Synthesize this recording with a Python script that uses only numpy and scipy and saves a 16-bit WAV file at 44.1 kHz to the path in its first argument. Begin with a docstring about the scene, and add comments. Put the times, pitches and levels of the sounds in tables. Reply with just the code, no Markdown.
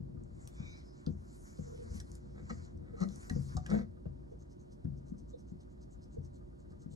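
"""A work table in a quiet, humming room, heard close from a stereo microphone pair standing on the table.
Someone takes up a small painted plastic part and a pencil: fleece sleeves swish, hands bump the top
and skid on the mat, small things click, knock and scrape. Then light, quick eraser strokes rub the part.
Rustle and rubbing cross the air to the microphones; every bump comes through the table and booms."""
import sys
import numpy as np
from scipy import signal
from scipy.fft import rfft, irfft
from scipy.io import wavfile

SR = 44100
rng = np.random.default_rng(int(sys.argv[2]) if len(sys.argv) > 2 else 0)


def put_to_file(sound):
    """Save the sound as 16-bit audio at rate SR, in the file named by the first command-line argument."""
    columns = np.atleast_2d(sound).T  # one column per channel
    safe = np.clip(columns, -1, 1)
    whole_steps = np.round(safe * 32767)
    wavfile.write(sys.argv[1], SR, whole_steps.astype(np.int16))


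N = 306493
TIME = np.arange(N) / SR
BIN_HZ = np.fft.rfftfreq(N, 1 / SR)


def gain_of(db):
    """Decibels to amplitude."""
    return 10 ** (np.asarray(db) / 20)


def unit_rms(x):
    """Scales to rms 1."""
    return x / np.sqrt(np.mean(x ** 2) + 1e-30)


def curve_at(points, hz, column=1):
    """One column of a table, interpolated along log frequency."""
    table = np.array(points, float)
    return np.interp(np.log(hz + 1), np.log(table[:, 0] + 1), table[:, column])


def add(mix, start_s, sound):
    """Adds a sound to the mix at start_s."""
    part = mix[max(round(start_s * SR), 0):][:len(sound)]
    part += sound[:len(part)]


def coloured(x, spectrum, centre_hz=1000, focus_db=0, focus_octaves=0.11):
    """Gives x a spectrum, lifted around centre_hz; rms 1."""
    hz = np.fft.rfftfreq(len(x), 1 / SR)
    lift_db = focus_db * np.exp(-(np.log2((hz + 1) / centre_hz) / focus_octaves) ** 2)
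    return unit_rms(irfft(rfft(x) * gain_of(curve_at(spectrum, hz) + lift_db), len(x)))


def drift(rate_hz):
    """A smooth random wander of rms 1."""
    return unit_rms(irfft(rfft(rng.standard_normal(N)) * np.exp(-(BIN_HZ / rate_hz) ** 2), N))


def grains(per_s, spread_db):
    """Friction: a crowd of tiny catches, a few of them large."""
    size = gain_of(spread_db * np.minimum(rng.exponential(1, N), 5))
    return unit_rms(size * rng.standard_normal(N) * (rng.random(N) < per_s / SR))


def patchy(x, depth_db, width_bins=6.0, length_frames=46.0):
    """Shifts the colour of a noise by chance, as when a rubbing contact moves; rms 1."""
    frames = signal.stft(x, nperseg=256, noverlap=192)[2]
    steps = np.arange(-40, 41)
    across, along = (np.exp(-.5 * (steps / spread) ** 2) for spread in (width_bins / 2, length_frames))
    patches = signal.fftconvolve(rng.standard_normal(frames.shape), np.outer(across, along), "same")
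    frames *= gain_of(depth_db * unit_rms(patches))
    return unit_rms(signal.istft(frames, nperseg=256, noverlap=192)[1][:N])


def ringing(modes, t, weights=1):
    """Dying modes, each starting at a random phase."""
    hz, db, t60 = np.transpose(modes)
    turns = hz * t[:, None] + rng.random(len(hz))
    waves = gain_of(db - 60 * t[:, None] / t60) * np.sin(2 * np.pi * turns)
    return (waves * weights).sum(1)


def resonant(x, peaks, plain=0):
    """Passes x through resonances, beside a plain share; rms 1."""
    response = plain + sum(gain_of(db) / (1 + 2j * (BIN_HZ - hz) / width) for hz, width, db in peaks)
    return unit_rms(irfft(rfft(x) * response, N))


# Paths to the microphones: across the air, through the table under them, off the mat in front of them
# (f/Hz, lead of the left side/rad, level of the right side/dB)
AIR_PATH = [(60, 0, -1), (140, 0, 2), (230, -.8, 4), (370, -2.4, 1.5), (600, -3.6, .5), (1300, -3.3, 0),
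            (3500, -3.45, 0), (4300, -5.1, -1), (5200, -6.2, -1), (7500, -6.3, -1), (10000, -7.7, 0),
            (12700, -9.2, 0)]
TABLE_PATH = [(60, .1, -3), (130, .3, -9), (220, 1.3, -7), (350, 2.4, -2), (650, 2.5, 0), (1300, 2.9, 0)]
MAT_PATH = [(200, -.8, 2), (480, -2.5, 0), (700, -1.9, 0), (1240, -1.9, 0), (1950, -2.8, 0),
            (2700, -3.8, 0), (4300, -4.9, -1), (5200, -6.2, -1), (7500, -6.3, -1), (12700, -9.2, 0)]
def microphone_pair(x, path, fade_s=0.005):
    """Left and right as the microphones hear x along a path, faded at both ends."""
    left = x * np.minimum(np.minimum(TIME, TIME[::-1]) / fade_s, 1)
    right_gain = gain_of(curve_at(path, BIN_HZ, column=2))
    right_lag = np.exp(-1j * curve_at(path, BIN_HZ))
    return np.array([left, irfft(rfft(left) * right_gain * right_lag, N)])


# Room air all around the table (f/Hz, level/dB per Hz)
AIR_SPECTRUM = [(20, -36), (50, 4.5), (90, -8), (200, -8.5), (330, -12), (450, -15.5), (900, -26.5),
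                (1800, -37.5), (2600, -45.5), (4000, -46.5), (6500, -51.5), (10000, -56.5), (12300, -54),
                (13000, -64.5), (15000, -67.5)]
# An appliance in the background (f/Hz, level/dB, level of the right side/dB, lead of the left side/rad)
APPLIANCE_HUM = [(59.74, -58.5, 0, 1), (140, -68.5, 2.5, 1.5), (360.5, -65.5, 2, -2), (591.4, -79, 1, 4.5),
                 (952, -88.5, -2.5, 5.5)]
def room_tone(air_db=-55, diffuse_db=-64, waver=0.23):
    """Air noise, partly from one side and partly diffuse, and an appliance's slightly wavering hum."""
    air = patchy(coloured(rng.standard_normal(N), AIR_SPECTRUM), depth_db=-0.4, width_bins=6.4)
    out = gain_of(air_db) * microphone_pair(air, AIR_PATH)
    diffuse = np.array([coloured(side, AIR_SPECTRUM) for side in rng.standard_normal((2, N))])
    out += gain_of(diffuse_db) * diffuse
    for hz, db, right_db, lead in APPLIANCE_HUM:
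        phase = 2 * np.pi * hz * TIME + 2 * waver * drift(rate_hz=1.8)
        pair = np.array([np.sin(phase), gain_of(right_db) * np.sin(phase - lead)])
        out += np.sqrt(2) * gain_of(db) * (1 + waver * drift(rate_hz=36.0)) * pair
    return out


# Modes of the table top, right under the microphones (f/Hz, level/dB, t60/s)
TABLE_MODES = [(49, -23.5, 0.25), (59.6, -3.5, 0.3), (85.4, -2, 0.45), (126.3, 0, 0.23), (138.04, -8, 0.74),
               (161.8, 1.5, 0.12), (197, -6, 0.28), (201.6, 5, 0.078), (238.8, -2, 0.16),
               (278.3, -8, 0.079), (337.8, -5, 0.17), (483.5, -9.5, 0.15), (678, -15, 0.11),
               (700, -17.5, 0.029)]
def table_top(force, damping):
    """The top rings in answer to a force; damping above 1 shortens the ring, as a hand on it does."""
    t = TIME[:SR // 2]
    response = sum((-1) ** k * gain_of(db - 60 * t * damping / t60) * np.sin(2 * np.pi * hz * t)
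                   for k, (hz, db, t60) in enumerate(TABLE_MODES))
    return signal.fftconvolve(force, response)[:N]


# Rumble of hands resting on the same table as the microphones (t/s, level/dB before contrast)
HAND_WEIGHT = [(0.0, -44), (0.87, -55.5), (1.6, -61.5), (1.8, -47.5), (2.15, -50), (2.92, -45),
               (3.08, -47.5), (3.58, -47.5), (3.72, -35.5), (3.87, -50), (4.82, -58), (4.95, -49.5),
               (5.87, -60.5), (6.15, -50), (6.44, -59), (6.95, -47.5)]
def leaning_hands(contrast=1.37, usual_db=-48):
    """Resting hands shift and nudge the table at random, the more so the harder they lean."""
    nudge_spectrum = [(20, -6), (50, 3), (100, 4), (200, -0.5), (400, 1), (800, -11.5)]
    force = coloured(grains(per_s=160, spread_db=2.0), nudge_spectrum)
    weight_db = np.interp(TIME, *np.transpose(HAND_WEIGHT))
    rumble = unit_rms(table_top(force, damping=0.89))
    return rumble * gain_of(usual_db + contrast * (weight_db - usual_db))


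# Modes of the part and the fingers holding it over the mat (f/Hz, level/dB, t60/s)
HELD_MODES = [(354, 1.5, 0.098), (455, -6, 0.14), (483, 4.5, 0.071), (626, -4, 0.09), (740, -19, 0.088),
              (1015, -10, 0.067), (1220, 3, 0.077), (1397, 2.5, 0.038), (1655, 5.5, 0.03),
              (1901, 3.5, 0.045), (2390, -6, 0.012)]
def fidgeting_fingers(level_db=-77, restless_db=7):
    """Fingertips keep creeping on the part: faint, irregular little rubs."""
    creep_spectrum = [(200, -10), (450, -1.5), (1300, -3.5), (2300, -17), (4000, -33)]
    force = coloured(grains(per_s=170, spread_db=1.5), creep_spectrum)
    force *= gain_of(restless_db * np.tanh(drift(rate_hz=26)))
    rubs = signal.fftconvolve(force, ringing(HELD_MODES, TIME[:SR // 8]))[:N]
    return gain_of(level_db) * unit_rms(rubs)


# Hands and forearms land on the table and boom up into the microphones
# (t/s, level/dB, f/Hz driven most, heft in the lowest modes/dB)
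ARM_BUMPS = [(0.002, -42.5, 143, -12), (0.598, -40, 165, -14), (1.069, -34, 247, -19),
             (1.084, -34.5, 237, -12.5), (1.166, -47, 67, -12), (1.587, -40, 154, -12),
             (1.896, -41, 56.4, -20), (1.933, -39.5, 62, -10), (1.944, -45, 216, -34),
             (3.309, -34, 168, -8), (3.359, -35, 179, -5), (3.385, -35.5, 123, -16),
             (3.549, -32, 108.5, -14), (3.578, -41, 104, -26), (4.057, -39, 135, -3.5),
             (4.847, -34.5, 166, -24), (5.117, -41.5, 222, -34), (5.516, -45, 182, -14),
             (6.175, -40.5, 117, -9), (6.859, -43.5, 174, -22)]
def arm_bumps(reach_octaves=0.56, rise_s=0.0032):
    """Soft flesh drives the table modes near one pitch, and a heavy arm the lowest ones too."""
    out, t = np.zeros(N), TIME[:SR // 2]
    mode_hz = np.array(TABLE_MODES)[:, 0]
    for start_s, db, hz, heft_db in ARM_BUMPS:
        near_pitch = 1 / (1 + (np.log2(mode_hz / hz) / reach_octaves) ** 2)
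        heft = gain_of(heft_db) * (mode_hz < 100)
        boom = ringing(TABLE_MODES, t, near_pitch + heft) * (1 - np.exp(-(t / rise_s) ** 2))
        add(out, start_s, gain_of(db) * boom / boom[:SR // 20].std())
    return out


# Modes of the plastic part (f/Hz, level/dB, t60/s)
PLASTIC_MODES = [(738, 5, 0.16), (1156, 2, 0.036), (2010, -24, 0.03), (4400, -6, 0.03),
                 (5780, -22.5, 0.025), (6600, -0.5, 0.012)]
# Pencil, fingernails and part click just in front of the microphones
# (t/s, level/dB, centre f/Hz, span to either side/octaves, crack decay/s, ring/dB)
SMALL_CLICKS = [(0.236, -71, 6900, 0.28, 0.002, -30), (0.4742, -54, 7340, 1.6, 0.0016, -28),
                (0.7733, -66, 5400, 0.2, 0.0017, -30), (1.064, -54, 4160, 0.41, 0.0012, -26),
                (2, -51, 5640, 0.69, 0.0039, -42), (2.1161, -59, 6950, 0.35, 0.0009, -26),
                (2.152, -59.5, 6700, 0.59, 0.002, -34), (2.7736, -77, 6100, 0.26, 0.0027, -27),
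                (3.003, -58.5, 5500, 0.4, 0.0037, -13), (3.088, -60, 5100, 0.37, 0.0019, -26),
                (3.159, -57.5, 7140, 0.43, .0012, -16), (3.2969, -48, 3400, 0.95, 0.0014, -8),
                (3.5677, -49, 5300, 0.48, 0.0032, 3.5), (3.6624, -51, 3260, 1.02, 0.003, -29),
                (3.7, -54.5, 5040, 0.43, .006, -23), (4.844, -78, 5000, 0.64, .003, -21)]
def small_clicks(rise_s=0.00054, snap_db=-13, snap_decay_s=0.0012):
    """A short crack, thin or full by what touches, with a bright snap on top; then the plastic rings."""
    out, t = np.zeros(N), TIME[:SR // 8]
    bright = signal.butter(2, 9000, "highpass", fs=SR)
    rise = 1 - np.exp(-t / rise_s)
    for start_s, db, hz, octaves, crack_s, ring_db in SMALL_CLICKS:
        band = signal.butter(2, [hz / 2 ** octaves, min(hz * 2 ** octaves, 12000)], "bandpass", fs=SR)
        crack = signal.lfilter(*band, rng.standard_normal(len(t)) * np.exp(-t / crack_s) * rise)
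        crack /= crack[:SR // 170].std()
        snap = signal.lfilter(*bright, rng.standard_normal(len(t)) * np.exp(-t / snap_decay_s))
        ring = rise * ringing(PLASTIC_MODES, t)
        add(out, start_s, gain_of(db) * (crack + gain_of(snap_db) * snap + gain_of(ring_db) * ring))
    return out


# Hiss of fleece at close range (f/Hz, level/dB per Hz)
FLEECE_SPECTRUM = [(200, -7), (500, 6.5), (1100, 16), (2000, 10), (2800, -4), (4200, 2), (5500, 4.5),
                   (7000, 3.5), (8500, -10), (10500, -12.5), (12200, -15.5), (13200, -23), (15000, -40)]
# Sleeves slide near the microphones (t/s, length/s, level/dB before trim, sheen/dB before lift)
SLEEVE_SLIDES = [(0.41, 0.22, -67, -4), (0.592, 0.2, -62, -8.5), (0.818, 0.29, -68.5, -10.5),
                 (1.218, 0.16, -69.5, 0), (1.338, 0.19, -68.5, 8.5), (1.45, 0.42, -65.5, 1),
                 (1.86, 0.05, -61.5, -8), (1.958, 0.0098, -54, -1.5), (2.082, 0.078, -65, -1),
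                 (2.216, 0.49, -72, -6), (2.489, 0.17, -62.5, -7.5), (3.117, 0.43, -62, 2.5),
                 (3.703, 0.084, -57.5, -25)]
def sleeves(trim_db=-2, flutter_db=0.93, sheen_lift_db=10, crinkle_db=-8, attack_s=0.069, fall_s=0.035):
    """Slides swell, hold and fade as fibres catch and let go; some are bright with sheen, others dull."""
    fibres = rng.standard_normal(N) + gain_of(crinkle_db) * grains(per_s=900, spread_db=2.6)
    hiss = patchy(coloured(fibres, FLEECE_SPECTRUM), depth_db=2.8, length_frames=12.0)
    treble = signal.sosfiltfilt(signal.butter(3, 8200, "highpass", fs=SR, output="sos"), hiss)
    speed, sheen = np.zeros(N), np.zeros(N)
    for start_s, length_s, db, sheen_db in SLEEVE_SLIDES:
        t = TIME - start_s
        slide = gain_of(db) * np.exp(np.minimum(t / attack_s, 0) - np.maximum((t - length_s) / fall_s, 0))
        speed = np.maximum(speed, slide)
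        sheen = np.maximum(sheen, slide * gain_of(sheen_db + sheen_lift_db))
    flutter = gain_of(trim_db + flutter_db * drift(rate_hz=360))
    return flutter * (speed * (hiss - treble) + sheen * treble)


# Bands in the hiss of an arm passing the microphones
# (f/Hz, width/Hz, level/dB, loudest at t/s, half-length/s, rise/octaves per s)
SWEEP_BANDS = [(2315, 190, -61, 0.685, 0.064, 0.1), (3770, 300, -67.5, 0.68, 0.079, 0.7),
               (5020, 230, -73, 0.73, 0.05, 0.17), (6100, 500, -72.5, 0.7, 0.037, .3),
               (5120, 320, -72.5, 0.885, 0.033, 0.11), (7350, 1100, -70.5, .42, 0.014, .5),
               (6700, 760, -74.5, 1.48, 0.076, 0.296)]
def sleeve_whistle():
    """As an arm sweeps past, its hiss rings in a few narrow bands that rise a little."""
    out, t = np.zeros(N), TIME[:SR * 3 // 4] - 3 / 8
    for hz, width, db, peak_s, half_s, rise in SWEEP_BANDS:
        narrow = signal.butter(2, width / 2, fs=SR, output="sos")
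        cos_noise, sin_noise = signal.sosfilt(narrow, rng.standard_normal((2, len(t))))
        phase = 2 * np.pi * np.cumsum(hz * 2 ** (rise * t)) / SR
        band = unit_rms(cos_noise * np.cos(phase) + sin_noise * np.sin(phase))
        add(out, peak_s + t[0], gain_of(db) * band * np.exp(-.5 * (t / half_s) ** 2))
    return out


# The puff of friction in a knock (f/Hz, level/dB per Hz)
PUFF_SPECTRUM = [(250, -20.5), (450, 15.5), (2000, -7.5), (2900, -12), (6000, -34.5)]
# Part, pencil and eraser knock in the fingers, over the mat (t/s, level/dB, f/Hz driven most)
DULL_KNOCKS = [(1.066, -68, 1430), (1.073, -51.5, 463), (1.586, -52.5, 450), (2.002, -63.5, 1740),
               (2.503, -52.5, 2050), (3.299, -49, 1860), (3.36, -47, 430), (3.571, -52, 745),
               (3.572, -58.5, 1250), (3.66, -55.5, 1620), (4.055, -50.5, 400), (4.057, -57.5, 640),
               (4.324, -59, 484), (4.849, -72, 1510)]
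def dull_knocks(reach_octaves=0.17, puff_db=-7, puff_decay_s=0.011, rise_s=0.0017):
    """The held part rings briefly near one pitch, damped by the fingers, with a puff of friction."""
    out, t = np.zeros(N), TIME[:SR // 4]
    mode_hz = np.array(HELD_MODES)[:, 0]
    for start_s, db, hz in DULL_KNOCKS:
        near_pitch = 1 / (1 + (np.log2(mode_hz / hz) / reach_octaves) ** 2)
        ring = unit_rms(ringing(HELD_MODES, t, near_pitch))
        noise = coloured(rng.standard_normal(len(t)), PUFF_SPECTRUM, hz, focus_db=13, focus_octaves=0.34)
        puff = unit_rms(noise * np.exp(-t / puff_decay_s))
        knock = (ring + gain_of(puff_db) * puff) * (1 - np.exp(-t / rise_s))
        add(out, start_s, gain_of(db) * knock / knock[:SR // 33].std())
    return out


# Rubber and fingertips chirp and creak close by (t/s, level/dB, half-length/s, f/Hz)
PAINT_SQUEAKS = [(1.79, -52.5, 0.1, 467), (2.945, -41.5, 0.006, 456), (3.733, -45.5, 0.014, 693),
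                 (4.326, -46, 0.0064, 457), (5.341, -73.5, 0.011, 3810), (5.346, -47.5, 0.0062, 513),
                 (6.175, -43.5, 0.005, 470)]
def paint_squeaks(width_share=0.055):
    """Fast stick-slip on the paint gives brief, fuzzy tones."""
    out, t = np.zeros(N), TIME[:SR] - .5
    for peak_s, db, half_s, hz in PAINT_SQUEAKS:
        edges_hz = [hz * (1 - width_share), hz * (1 + width_share)]
        band = signal.butter(2, edges_hz, "bandpass", fs=SR, output="sos")
        tone = unit_rms(signal.sosfilt(band, rng.standard_normal(SR)))
        add(out, peak_s + t[0], gain_of(db) * tone * np.exp(-.5 * (t / half_s) ** 2))
    return out


# Skin dragging on the mat (f/Hz, level/dB per Hz)
GRIT_SPECTRUM = [(200, -21), (400, 0), (700, -5.5), (950, -5), (1600, -1.5), (2200, -13), (2900, -28),
                 (3700, -15.5), (6500, -32.5), (9000, -29), (12000, -34), (14500, -90)]
# Resonances that the dragging hand wakes (f/Hz, width/Hz, level/dB)
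RASP_PEAKS = [(297, 20, 13), (498, 52, 6), (696, 9.8, 5.5), (1265, 36, -5.5), (1977, 78, -0.5),
              (2185, 55, -2.5)]
# A hand skids in front of the microphones (t/s, half-length/s, slip rate/Hz, judder/dB, grit/dB)
HAND_SCUFFS = [(2.391, 0.03, 200, -47, -58), (2.51, 0.0056, 223, -31.5, -52),
               (2.985, 0.13, 193, -47, -63.5), (3.023, 0.013, 189.4, -21.5, -54),
               (3.705, 0.012, 170, -28.5, -45), (3.737, 0.016, 205, -19.5, -40.5),
               (3.787, 0.031, 227, -33.5, -49.5)]
def hand_scuffs(jitter=0.06, squareness=2.4):
    """Skin sticks and slips: each slip kicks the table and sheds a puff of grit; returns the two apart."""
    judder, grit_level = np.zeros(N), np.zeros(N)
    unsteady, catches = drift(rate_hz=300), grains(per_s=3500, spread_db=2.4)
    t = TIME[:SR] - .5
    low_cut = signal.butter(2, 100, "highpass", fs=SR)
    for peak_s, half_s, slip_hz, judder_db, grit_db in HAND_SCUFFS:
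        pressure = np.exp(-.5 * abs(t / half_s) ** squareness)
        slips = np.cumsum(slip_hz * (1 + jitter * unsteady[round(peak_s * SR):][:SR])) / SR
        kicks = np.diff(np.floor(slips), prepend=0) * pressure
        shake = signal.lfilter(*low_cut, table_top(kicks, damping=1.28))
        add(judder, peak_s + t[0], gain_of(judder_db) * shake / (abs(shake).max() + 1e-12))
        puffs = unit_rms(1 + np.exp(-(slips % 1)))
        add(grit_level, peak_s + t[0], gain_of(grit_db) * pressure * puffs)
    return judder, grit_level * resonant(coloured(catches, GRIT_SPECTRUM), RASP_PEAKS, plain=0.27)


# Resonances of the gripped part (f/Hz, width/Hz, level/dB)
GRIP_PEAKS = [(798, 34, -5), (1246, 39, 7.5), (1290, 17, -25), (1944, 37, -1.5), (2820, 45, -23),
              (3450, 52, -30), (4190, 144, -7), (5100, 300, -19.5), (5840, 740, -14.5), (6440, 230, -28)]
# The part scrapes as it is gripped, over the mat (t/s, length/s, level/dB, extra treble/dB)
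GRIP_SCRAPES = [(2.493, 0.016, -55, -2), (2.496, 0.014, -47, -16), (2.966, 0.043, -56, -8),
                (3.012, 0.028, -46, -4.5)]
def grip_scrapes(swell_db=5, fine_db=-3, treble_hz=4000):
    """Gritty catches ring the plastic, harder and harder until the grip holds and they stop at once."""
    out = np.zeros(N)
    catches = grains(per_s=700, spread_db=1.5) + gain_of(fine_db) * rng.standard_normal(N)
    for start_s, length_s, db, treble_db in GRIP_SCRAPES:
        progress = (TIME - start_s) / length_s
        force = catches * (progress >= 0) * (progress < 1) * gain_of(swell_db * np.clip(progress, 0, 1))
        peaks = [(hz, width, peak_db + treble_db * (hz > treble_hz)) for hz, width, peak_db in GRIP_PEAKS]
        out += gain_of(db) * resonant(force, peaks) * np.sqrt(length_s * SR / N)
    return signal.sosfilt(signal.butter(6, 7500, fs=SR, output="sos"), out)


# Hiss of rubber on paint (f/Hz, level/dB per Hz)
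RUBBER_SPECTRUM = [(1500, -39.5), (3000, -4), (4100, 2), (5000, -1), (6300, 1), (7400, -1), (8300, -1.5),
                   (10300, -16), (11600, -3.5), (12800, -30.5)]
# Resonances of the rubbed part (f/Hz, width/Hz, level/dB)
RUBBED_PEAKS = [(5240, 160, -8), (6180, 310, -8.5), (6460, 190, -7.5)]
# Bouts of eraser strokes, faint even this close (middle t/s, level/dB before trim, brightest f/Hz)
ERASER_STROKES = [(4.324, -82, 6050), (4.413, -73, 6700), (4.516, -73.5, 5460), (4.613, -74.5, 6400),
                  (4.727, -72, 5500), (4.98, -77.5, 5400), (5.085, -73, 6600), (5.194, -72, 5600),
                  (5.302, -72.5, 6600), (5.4, -73, 5340), (5.496, -75, 6900), (5.616, -73, 5260),
                  (5.717, -81, 6900), (5.827, -71.5, 5000), (5.929, -72, 6900), (6.038, -70.5, 5340),
                  (6.137, -73.5, 7100), (6.249, -71.5, 5600), (6.357, -74.5, 7400), (6.606, -78, 6960),
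                  (6.714, -77.5, 5200), (6.82, -71.5, 6840), (6.932, -68.5, 7700)]
def eraser(trim_db=-1, usual_half_s=0.014, usual_hz=6100, stretch=0.56, squareness=2.1):
    """Strokes swell and fade with their speed; one way is short and low, the other longer and higher."""
    out, t = np.zeros(N + SR), TIME[:SR // 5] - .1
    friction = resonant(grains(per_s=3000, spread_db=0.6), RUBBED_PEAKS, plain=0.87)
    friction = patchy(friction, depth_db=2.2, length_frames=7.3)
    for middle_s, db, hz in ERASER_STROKES:
        half_s = usual_half_s * (hz / usual_hz) ** stretch
        speed = np.exp(-.5 * abs(t / half_s) ** squareness)
        contact = np.roll(friction, -round(middle_s * SR))[:len(t)]
        rub = coloured(contact, RUBBER_SPECTRUM, hz, focus_db=7.5, focus_octaves=0.22)
        stroke = unit_rms(rub * speed) * np.sqrt(np.mean(speed ** 2))
        add(out, middle_s + t[0], gain_of(db + trim_db) * stroke)
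    return out[:N]


def small_room(pair, wet_db, t60_s):
    """Adds the short tail of a small room, different at each microphone."""
    t = TIME[:SR // 2]
    tails = rng.standard_normal((2, len(t))) * gain_of(-60 * t / t60_s) * (t > .003)
    tails /= np.linalg.norm(tails, axis=1, keepdims=True)
    return pair + gain_of(wet_db) * signal.fftconvolve(pair, tails, axes=1)[:, :N]


def scene():
    """Rubbing and rustle arrive through the air, scrapes and clicks off the mat, bumps through the table."""
    judder, grit = hand_scuffs()
    in_air = eraser() + paint_squeaks() + sleeves() + sleeve_whistle()
    on_mat = small_clicks() + dull_knocks() + fidgeting_fingers() + grip_scrapes() + grit
    in_table = arm_bumps() + judder + leaning_hands()
    close = microphone_pair(in_air, AIR_PATH) + microphone_pair(on_mat, MAT_PATH)
    booming = small_room(microphone_pair(in_table, TABLE_PATH), wet_db=-8.5, t60_s=0.25)
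    return small_room(close, wet_db=-8.0, t60_s=0.13) + booming + room_tone()


def record(dry):
    """The recorder cuts off steeply at 15.9 kHz."""
    band_limit = signal.firwin(511, 15900, window=("kaiser", 9), fs=SR)
    return signal.oaconvolve(dry, band_limit[None], "same")


dry = scene()
out = record(dry)
put_to_file(out)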